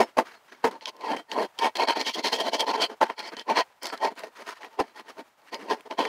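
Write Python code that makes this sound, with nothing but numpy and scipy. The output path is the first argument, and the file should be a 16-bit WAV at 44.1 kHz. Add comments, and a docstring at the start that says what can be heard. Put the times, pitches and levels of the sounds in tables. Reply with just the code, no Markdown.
"""Hand filing of small steel part

A flat file rasps in quick, uneven strokes over a small steel part held on a gloved bench top.
Jerky tooth-slip noise drives resonances of bench, part, blade and teeth in each stroke, scuff and set-down.
Noise bursts make single tooth ticks; sines make deep thuds and faint steel rings; shaped noise is room tone.
Close mono microphone with little bass, in a quiet workshop."""
import sys
import numpy as np
from scipy import signal
from scipy.fft import rfft, irfft, next_fast_len
from scipy.io import wavfile
from scipy.ndimage import uniform_filter1d, map_coordinates

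SR = 44100
rng = np.random.default_rng(int(sys.argv[2]) if len(sys.argv) > 2 else 0)


def dump(signal):
    """Clip the signal to [-1, 1] and save it as 16-bit WAV at the path in sys.argv[1]."""
    limited = np.clip(np.atleast_2d(signal).T, -1, 1)
    pcm = np.round(limited * 32767).astype(np.int16)
    wavfile.write(sys.argv[1], SR, pcm)


N = 268392  # samples
PAD = 32768  # samples of margin at each end

# Room tone spectrum: hz, relative_density_db
AIR_SPECTRUM = [(18, -49), (30, -31), (130, -17), (230, -18), (450, -11), (900, -3.5), (1100, -7),
                (3600, -19), (10200, -28.5), (15700, -30)]
# Part set down hard: peak_s, rise_ms, fall_ms, bench_db, bench_favoured_hz, thud_db
KNOCKS = [(.001, 16, 32.2, -15.5, 723, -58), (0.1723, 2.7, 37.7, -23.5, 696, -43),
          (.186, 4.8, 18, -16.5, 830, -79), (0.646, 4, 30.8, -17.5, 830, -43),
          (3.017, 6.5, 25, -15, 846, -43), (4.801, 8.8, 13, -18.5, 825, -32.5)]
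# Faint thin rings of loose steel: peak_s, pitch_hz, level_db, rise_ms
RINGS = [(.015, 5310, -41, 22), (.362, 4300, -60, 13), (.515, 6050, -66, 25), (3.937, 1330, -35, 12)]
# Part scuffed and bumped over the glove: peak_s, rise_ms, fall_ms, bench_db, bench_favoured_hz, part_db
SCUFFS = [(0.092, 58, 20, -57.5, 770, -56.5), (.266, 14, 55.5, -54.5, 740, -48.5),
          (.341, 15, 33.4, -56, 650, -54.5), (.494, 17, 18, -66, 910, -57.5), (0.523, 4, 17, -49, 268, -51),
          (0.549, 59, 65, -63.5, 300, -60.5), (.639, 11, 21, -53, 460, -52),
          (0.713, 4.1, 47, -40, 940, -48), (.973, 47, 74, -52.5, 1030, -64),
          (2.909, 17, 28.3, -37.5, 420, -46), (3.05, 15, 46, -40.5, 870, -46),
          (3.104, 11.4, 6.7, -28, 835, -40), (3.118, 14, 17.6, -46, 890, -49),
          (3.332, 12.6, 19.4, -39.5, 840, -45.5), (3.726, 50, 8.7, -63.5, 1100, -68.5),
          (3.932, 7.9, 16.3, -32.5, 774, -36.5), (3.978, 36, 17, -54, 430, -53.5),
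          (4.117, 15, 18.2, -41.5, 430, -52.5), (4.184, 16, 34.6, -45.5, 680, -43.5),
          (4.238, 3.5, 7.8, -34.5, 660, -44.5), (4.245, 23, 36.6, -42, 675, -48.5),
          (4.368, 13, 21, -57, 900, -48.5), (4.417, 32.3, 19, -44, 890, -47),
          (4.492, 29.6, 37.3, -41.5, 1080, -39.5), (4.574, 20, 16, -62, 900, -51.5),
          (4.643, 35.3, 31, -43.5, 720, -47.5), (4.748, 42, 24, -54.5, 920, -59.5),
          (4.814, 26, 22.2, -31.5, 570, -43), (4.883, 46, 35, -58, 1010, -56.5),
          (4.986, 25.4, 31.5, -44.5, 850, -44.5), (5.065, 17, 35, -53.5, 880, -59),
          (5.095, 13, 23, -46.5, 600, -44.5), (5.196, 19.5, 21, -38.5, 830, -47),
          (5.274, 22, 15, -66, 628, -68), (5.418, 2, 45, -63.5, 1010, -71),
          (5.486, 18.3, 18, -63, 935, -54.5), (5.612, 24, 49, -42.5, 474, -49.5),
          (5.66, 25, 22, -46, 560, -62), (5.775, 28, 34, -49, 444, -56.5), (5.863, 7.9, 18, -42, 410, -53)]
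# Single teeth catching an edge: start_s, blade_peak_db, blade_favoured_hz, part_rel_blade_db, hiss_rel_blade_db
TICKS = [(.522, -49.5, 4320, 19, -18), (0.712, -37, 3840, -4, -4), (.81, -35.5, 3200, 0, -32.5),
         (.8565, -14.5, 3250, -8, -28), (.871, -21, 3260, -24, -26), (.877, -33, 3120, -24, -12),
         (.893, -26, 3300, -13, -15), (0.966, -41, 3340, -11, -9), (1.0097, -35, 3170, -3, -15),
         (1.168, -37, 3180, 16, -17.5), (1.3156, -16, 4500, -5, -30), (1.5802, -38, 4480, -16, -14),
         (1.5885, -13.5, 3000, -20, -18.5), (1.7544, -20.5, 3070, -15, -16), (1.7693, -17, 3040, -4, -15),
         (2.012, -15.5, 3440, -9, -38), (2.1448, -30, 3060, -11, -33), (2.606, -7, 2870, -13, -15),
         (3.0998, -37, 2960, 18.5, -26.5), (3.192, -21.5, 4370, -16, -16), (3.322, -40, 3060, -5, -25),
         (3.3678, -23, 4600, -13, -28), (3.395, -19.5, 3030, -17, -27), (3.606, -22, 4500, 5, -18),
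         (3.8317, -28.5, 3970, -19, 4), (3.856, -16.5, 5440, -25, -13), (3.8686, -19.5, 5200, -21, -8),
         (3.9007, -37.5, 3200, 15, -20), (3.976, -30, 3000, -7, -13), (4.1547, -51, 3960, -7, 0),
         (4.1928, -31.5, 4220, -4, -4), (4.2354, -42, 3270, 17, -16), (4.4047, -45, 4300, -3, -2),
         (4.6318, -37, 3040, 11, -24), (4.6464, -36, 2920, 10.5, -23), (5.418, -53, 4900, -1, -8),
         (5.544, -19, 4700, -11, -22), (5.808, -40.5, 2840, 4, -4.5), (5.9103, -26.5, 3120, 1, -39.5),
         (5.9246, -35, 3160, -9, -32), (6.052, -23.5, 4600, 11, -18)]
# File strokes: peak_s, rise_ms, fall_ms, bench_db, bench_favoured_hz, blade_db, blade_favoured_hz
STROKES = [(.82, 5.1, 38, -46.5, 900, -51, 4300), (.886, 17.6, 15.6, -37, 950, -39.5, 3400),
           (1.06, 41, 45, -31.5, 900, -48, 4650), (1.124, 41, 32.5, -25.5, 885, -42.5, 4630),
           (1.165, 1.7, 35.4, -37, 340, -43, 3150), (1.335, 29, 15, -35, 890, -44, 4200),
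           (1.395, 33.3, 28, -22.5, 940, -43, 4420), (1.427, 15, 26.4, -28.5, 900, -41, 4000),
           (1.589, 1.2, 17.5, -35, 1020, -38, 4800), (1.652, 34.4, 27.4, -19.5, 920, -33.5, 3070),
           (1.756, 2.2, 21, -34, 900, -34.5, 4470), (1.819, 26.4, 25.7, -20, 860, -31, 4260),
           (1.89, 11.3, 31.5, -20.5, 880, -26.5, 4100), (1.97, 14.7, 19.2, -26.5, 860, -36, 4200),
           (2.007, 19, 27.4, -31, 835, -32.5, 4300), (2.074, 18.4, 31, -32.5, 930, -28.5, 3130),
           (2.148, 11.3, 14, -52, 970, -31, 3060), (2.164, 9.5, 42.5, -33, 540, -48, 4290),
           (2.194, 25, 15.6, -33, 400, -37, 4230), (2.255, 15.6, 30.8, -26, 915, -26, 4230),
           (2.338, 19, 26.5, -27, 626, -27, 2820), (2.407, 24, 19.6, -26.5, 660, -30, 3000),
           (2.476, 36.7, 23.6, -27, 670, -34.5, 4360), (2.544, 17.5, 23.3, -25, 860, -29.5, 2920),
           (2.607, 16.7, 17, -36, 640, -25.5, 2950), (2.629, 40, 16.5, -26, 854, -45, 3040),
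           (2.692, 18.6, 25.3, -23, 880, -32.5, 4180), (2.755, 19.7, 10.7, -22.5, 860, -36, 4200),
           (2.79, 20, 34, -29, 445, -40.5, 3210), (2.825, 15.8, 28, -26.5, 680, -23, 3150),
           (3.194, 18, 56, -40, 930, -41.5, 4400), (3.282, 51, 17.7, -42.5, 1010, -43.5, 4940),
           (3.369, 1.4, 12, -41, 905, -49, 4600), (3.4, 32.5, 21, -44, 910, -43, 3100),
           (3.506, 21.6, 28, -21, 910, -40, 4140), (3.584, 23.2, 26.4, -19.5, 676, -28, 4330),
           (3.843, 16.7, 61, -38.5, 626, -39, 5260), (4.051, 30.4, 29, -21.5, 890, -37.5, 4660),
           (5.538, 14.8, 29, -34.5, 910, -43, 4600), (5.717, 25.2, 25, -23, 950, -37.5, 4400),
           (5.912, 7.9, 29, -32.5, 860, -47.5, 3180), (5.999, 13.7, 19.8, -20.5, 980, -33, 3180),
           (6.05, 44, 58, -31, 474, -40, 3150)]
# Glove's hold on the work:
# time_s, extra_blade_ring_db, extra_part_db, extra_hiss_db, bench_centre_shift_octaves
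HOLD = [(0, -6, -0.3, 1, -0.33), (.18, -9, 1.5, 1.2, -0.014), (.65, -5, 0.7, 0.2, -0.31),
        (.86, -6, -4, -4, 0.22), (1.12, 4, 1, 2.2, -0.19), (1.41, -.6, -0.3, 5, -0.23),
        (1.65, -3, 1, 3, 0.28), (1.9, 6, -1, -3.2, 0.3), (2.1, -12, 1.5, -0.8, -0.23),
        (2.4, -1, -4, .1, -0.11), (2.7, -1.5, -2.8, -2, 0.23), (3.02, 5, 0, -4, 0.27),
        (3.3, 1.2, 3.5, -2.5, -0.21), (3.5, 0, 0.7, 2.5, -0.24), (3.58, 0, 2, -2.5, 0.64),
        (3.9, 10, 1, 1, 0.074), (4.2, -10, -0.2, 2, 0.13), (4.5, -18, 0.3, 1.7, 0.2),
        (4.8, .1, -2, -1.3, 0.14), (5.2, -4, -0.5, 1, -0.041), (5.55, -5, 1.5, 2.5, -0.26),
        (6.09, 3, -2, -.6, 0.081)]
# Pitch the grip favours in the part: time_s, pitch_hz
PART_FAVOURED = [(0, 2260), (.19, 1290), (.65, 1370), (.86, 2100), (1.1, 1700), (1.4, 1900), (1.65, 2270),
                 (1.89, 1550), (2.07, 2260), (2.4, 1810), (2.6, 2280), (2.83, 1460), (3.02, 1320),
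                 (3.2, 2280), (3.4, 1800), (3.51, 1330), (3.6, 1870), (3.84, 2020), (3.93, 1390),
                 (4.05, 1870), (4.8, 1860), (5.5, 1880), (5.72, 1650), (6.09, 1800)]
# Resonances before grip scatter and ringing offsets: centre_hz, width_hz, level_db
BENCH_MODES = [(260, 76, -4), (431, 34.5, -2), (570, 35, -25), (662, 60, -3), (760, 38, -8),
               (894.3, 32.5, 1.5), (1016.7, 67, -1.5)]
PART_MODES = [(1450, 580, 0), (1652, 89, 3.5), (1860, 53, 9), (2060, 270, 1), (2257, 55, 7),
              (2482, 500, -0.5)]
BLADE_MODES = [(3150, 140, 5.5), (3340, 120, -1.5), (4134, 250, -3), (4273, 140, -6), (4410, 230, -1),
               (4780, 120, -0.5), (5180, 1300, -8.5), (5850, 260, -21)]
TEETH_MODES = [(8150, 870, -5.5), (9300, 210, -0.5), (10200, 260, -4.5), (12000, 280, -4.5),
               (13400, 300, -4.5), (14900, 150, -29)]
# Broad radiation under the resonances: hz, relative_density_db
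BENCH_WIDE = [(100, -30.5), (200, -0.5), (420, -4), (950, -9), (1150, -22.5), (1400, -37.5)]
PART_WIDE = [(900, -10.5), (1200, -6), (1900, -8), (2700, -16.5), (3200, -29)]
BLADE_WIDE = [(2300, -43.5), (2800, -16), (3700, -17), (4500, -16), (6500, -23), (7800, -55.5)]
TEETH_WIDE = [(5500, -63.5), (6700, -14), (10000, -14.5), (15700, -23.5)]

AIR_DB, TOP_HZ = -62.5, 15725
GRIP_SCATTER_DB, GRIP_SCATTER_SHARE = 3, 0.016  # std. dev. of mode level, of mode pitch

# Stroke: part level lies between bench and blade
PART_BENCH_SHARE, STROKE_PART_DB, STROKE_HISS_REL_BLADE_DB = 0.46, -3.5, -19
SCUFF_BLADE_REL_PART_DB, SCUFF_HISS_REL_PART_DB = -7, -18.5
KNOCK_REL_BENCH_DB = np.array((-11, -19.5, -29))  # part, blade, hiss

# Freedom to ring: part_db, blade_db
STROKE_RING_DB, SCUFF_RING_DB, KNOCK_RING_DB = (20.5, 10.7), (1.6, 4.4), (-5, -6)
RING_GROWTH_DB_PER_DB = 0.37  # by blade level over bench level
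UPPER_BLADE_HZ, UPPER_RING_DB = 3700, 1.5  # strokes favouring upper blade modes ring more

# Bench loudness centre, for a favoured pitch of 800 Hz and before hold and depth shifts
CENTRE_AT_800_HZ, CENTRE_FOLLOW_POWER = 721, 0.12
KNOCK_CENTRE_SHARE, SCUFF_CENTRE_SHARE = 0.99, 0.79  # deeper than under a stroke
SAG_OCTAVES = 0.14  # centre above its mean early in a contact, below it late
LOOSE_BLADE_HZ = 3830  # blade only resting on the work
THUD_LAG_S, TICK_T60_MS = 0.0029, 18


def amp(db):
    """Decibels to gain."""
    return 10 ** (np.asarray(db) / 20)


def unit(x):
    """Scale to rms 1."""
    return x / np.sqrt(np.mean(np.abs(x) ** 2) + 1e-20)


def along(points, hz):
    """(hz, db) points, interpolated on a log-frequency axis, as gain."""
    point_hz, point_db = np.transpose(points)
    return amp(np.interp(np.log(hz + 1), np.log(point_hz + 1), point_db, left=-120, right=-120))


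def wobble(rate_hz, size):
    """Smooth random curve with rate_hz knots a second."""
    knots = rng.standard_normal(int(size * rate_hz / SR) + 4)
    return map_coordinates(knots, [np.arange(size) * rate_hz / SR])


def swell(t, rise, fall):
    """Bell-shaped effort around t = 0."""
    return np.exp(-(t / np.where(t < 0, rise, fall)) ** 2)


def lean(hz, centre_hz, spread):
    """Bell on the log-frequency axis."""
    return np.exp(-.5 * (np.log((hz + 1) / centre_hz) / spread) ** 2)


def body(hz, modes, wide, ring_db, favoured_hz, reach):
    """Broad radiation plus resonances; grip scatters them, contact point favours those near one pitch."""
    centre_hz, width_hz, level_db = np.transpose(modes)[:, :, None]
    level_scatter, pitch_scatter = rng.standard_normal((2, len(centre_hz), 1))
    level_db = level_db + ring_db + 8 * lean(centre_hz, favoured_hz, reach) + GRIP_SCATTER_DB * level_scatter
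    centre_hz = centre_hz * (1 + GRIP_SCATTER_SHARE * pitch_scatter)
    resonance = hz * width_hz / (centre_hz ** 2 - hz ** 2 + 1j * hz * width_hz)
    peaks = amp(level_db) * np.abs(resonance) ** 2
    return np.sqrt(along(wide, hz) ** 2 + np.sum(peaks ** 2, axis=0))  # unrelated paths add in power


def add(out, time_s, shape, force, voices):
    """Mix force through each (level_db, response) under one shape, window centred on time_s."""
    start = round(time_s * SR) + PAD - len(shape) // 2
    for level_db, response in voices:
        shake = shape * irfft(force * response, len(shape))
        match = np.sqrt(np.sum(shape ** 2) / np.sum(shake ** 2))  # equal energy to shape
        out[start:][:len(shape)] += amp(level_db) * match * shake


def block_axes(size):
    """Frequency axis in Hz and centred time axis in ms."""
    return np.fft.rfftfreq(size, 1 / SR), (np.arange(size) - size // 2) / SR * 1000


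def highpass(x, order, cutoff_hz):
    """Butterworth high-pass."""
    return signal.sosfilt(signal.butter(order, cutoff_hz, "high", fs=SR, output="sos"), x)


def air():
    """Workshop room tone: shaped noise, gently unsteady."""
    size = next_fast_len(N)
    spectrum = rfft(rng.standard_normal(size)) * along(AIR_SPECTRUM, np.fft.rfftfreq(size, 1 / SR))
    tone = irfft(spectrum, size)[:N]
    return amp(AIR_DB + 2.0 * wobble(36, N) + 1.4 * wobble(4.6, N)) * unit(tone)


# Contact rows: peak_s, rise_ms, fall_ms, bench_hz, bench_centre_share, blade_hz,
# (bench_db, part_db, blade_db, hiss_db), (part_ring_db, blade_ring_db)
def knocks():
    """Contact rows of set-downs: bench dominates, steel is damped."""
    return [(s, rise_ms, fall_ms, bench_hz, KNOCK_CENTRE_SHARE, LOOSE_BLADE_HZ,
             (bench_db, *(bench_db + KNOCK_REL_BENCH_DB)), KNOCK_RING_DB)
            for s, rise_ms, fall_ms, bench_db, bench_hz, _ in KNOCKS]


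def thuds():
    """One slow push of the bench top for each set-down: a brief 55 Hz sine pulse."""
    t = np.arange(N) / SR
    out = np.zeros(N)
    for s, *_, level_db in KNOCKS:
        push = swell(t - s - THUD_LAG_S, 0.0041, 0.0011)
        out += amp(level_db) * push * np.sin(2 * np.pi * 55 * (t - s))
    return out


def rings():
    """Loose steel: short steady sines that fade in and out."""
    t = np.arange(N) / SR
    out = np.zeros(N)
    for s, pitch_hz, level_db, rise_ms in RINGS:
        fade = swell(t - s, rise_ms / 1000, rise_ms / 700)  # fall is longer than rise
        out += amp(level_db) * fade * np.sin(2 * np.pi * pitch_hz * t)
    return out


def scuffs():
    """Contact rows of the part rubbing the glove: blade and hiss follow the part."""
    return [(s, rise_ms, fall_ms, bench_hz, SCUFF_CENTRE_SHARE, LOOSE_BLADE_HZ,
             (bench_db, part_db, part_db + SCUFF_BLADE_REL_PART_DB, part_db + SCUFF_HISS_REL_PART_DB),
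             SCUFF_RING_DB)
            for s, rise_ms, fall_ms, bench_db, bench_hz, part_db in SCUFFS]


def ticks():
    """Tooth catches: sudden start, quick decay in part, blade and teeth; too light to move the bench."""
    size = 8192
    hz, t_ms = block_axes(size)
    out = np.zeros(N + 2 * PAD)
    onset = np.clip(t_ms / 0.56, 0, 1)
    ring = amp(-60 * np.abs(t_ms) / TICK_T60_MS)
    crack = 1.22 * amp(-60 * np.abs(t_ms) / 4)
    shape = onset * (ring + crack)
    for s, peak_db, blade_hz, part_rel_db, hiss_rel_db in TICKS:
        part = body(hz, PART_MODES, PART_WIDE, 7.0, 2200, reach=0.22)
        blade = body(hz, BLADE_MODES, BLADE_WIDE, -17.5, blade_hz, reach=0.11)
        blade = blade * lean(hz, blade_hz, spread=0.88)
        level_db = peak_db - 10.5  # rms lies below the peak
        voices = ((level_db, blade), (level_db + part_rel_db, part),
                  (level_db + hiss_rel_db, along(TEETH_WIDE, hz)))
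        add(out, s, shape, rfft(rng.standard_normal(size)), voices)
    return highpass(out[PAD:PAD + N], 4, 500)


def strokes():
    """Contact rows of file strokes: steel rings more freely as the blade stands out over the bench."""
    rows = []
    for s, rise_ms, fall_ms, bench_db, bench_hz, blade_db, blade_hz in STROKES:
        part_db = PART_BENCH_SHARE * bench_db + (1 - PART_BENCH_SHARE) * blade_db + STROKE_PART_DB
        levels_db = bench_db, part_db, blade_db, blade_db + STROKE_HISS_REL_BLADE_DB
        upper_db = UPPER_RING_DB * (blade_hz > UPPER_BLADE_HZ)
        ring_db = np.array(STROKE_RING_DB) + RING_GROWTH_DB_PER_DB * (blade_db - bench_db) + [0, upper_db]
        rows.append((s, rise_ms, fall_ms, bench_hz, 1, blade_hz, levels_db, ring_db))
    return rows


def rasp():
    """Jerky force of teeth that catch and slip at random, in clumps of shifting colour."""
    size = N + PAD + 512
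    noise = signal.stft(rng.standard_normal(size), nperseg=256)[2]
    clumps = uniform_filter1d(rng.standard_normal(noise.shape), size=4, axis=0)  # over frequency
    clumps = uniform_filter1d(clumps, size=5, axis=1)  # over time
    grit = signal.istft(noise * amp(1.64 * unit(clumps)), nperseg=256)[1][:size]
    jerk_db = 1.45 * wobble(70, size) + 1.56 * wobble(220, size) + 1.6 * wobble(900, size)
    return amp(jerk_db) * grit


def contacts():
    """Each contact's one force drives all four bodies; the light bench radiates little deep bass."""
    out, slips = np.zeros(N + 2 * PAD), rasp()
    held_s, *held = np.transpose(HOLD)
    for s, rise_ms, fall_ms, bench_hz, centre_share, blade_hz, levels_db, ring_db in strokes() + scuffs() + knocks():
        bench_db, part_db, blade_db, hiss_db = levels_db
        part_ring_db, blade_ring_db = ring_db
        freer_db, part_up_db, hiss_up_db, shift_octaves = [np.interp(s, held_s, column) for column in held]
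        steel_ring_db = blade_ring_db + freer_db
        size = 4096 * int(1 + max(rise_ms, fall_ms) // 18)
        hz, t_ms = block_axes(size)
        force = rfft(slips[rng.integers(N):][:size])
        centre_hz = CENTRE_AT_800_HZ * (bench_hz / 800) ** CENTRE_FOLLOW_POWER
        centre_hz *= centre_share * 2 ** shift_octaves
        part_hz = np.interp(s, *np.transpose(PART_FAVOURED))
        shape = swell(t_ms, rise_ms, fall_ms)
        later = .5 + .5 * np.tanh(t_ms / (rise_ms + fall_ms) * 4)
        # colour crossfades from first half to second
        for share, sag_octaves in ((1 - later, SAG_OCTAVES), (later, -SAG_OCTAVES)):
            bench = body(hz, BENCH_MODES, BENCH_WIDE, -0.45, bench_hz, reach=0.087)
            bench = bench * lean(hz, centre_hz * 2 ** sag_octaves, spread=0.67)
            part = body(hz, PART_MODES, PART_WIDE, part_ring_db - 18.5, part_hz, reach=0.036)
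            blade = body(hz, BLADE_MODES, BLADE_WIDE, steel_ring_db - 18, blade_hz, reach=0.06)
            blade = blade * lean(hz, blade_hz, spread=1.7)
            teeth = body(hz, TEETH_MODES, TEETH_WIDE, steel_ring_db - 22.5, 6000, reach=0.4)
            voices = ((bench_db, bench), (part_db + part_up_db, part),
                      (blade_db, blade), (hiss_db + hiss_up_db, teeth))
            add(out, s, shape * share, force, voices)
    return highpass(out[PAD:PAD + N], 2, 130)


def scene():
    """One microphone feeds both channels."""
    return np.tile(air() + contacts() + thuds() + rings() + ticks(), (2, 1))


def record(dry):
    """Sound fades in over the first 3 ms and fades out just before the end; nothing is kept from TOP_HZ up."""
    t, size = np.arange(N) / SR, next_fast_len(N + 4096)
    opening = t / .003
    closing = (t[-1] - t) / .001 - 2
    gate = np.clip(np.minimum(opening, closing), 0, 1)
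    in_band = np.fft.rfftfreq(size, 1 / SR) < TOP_HZ
    return irfft(rfft(dry * gate, size) * in_band, size)[:, :N]


dry = scene()
out = record(dry)
dump(out)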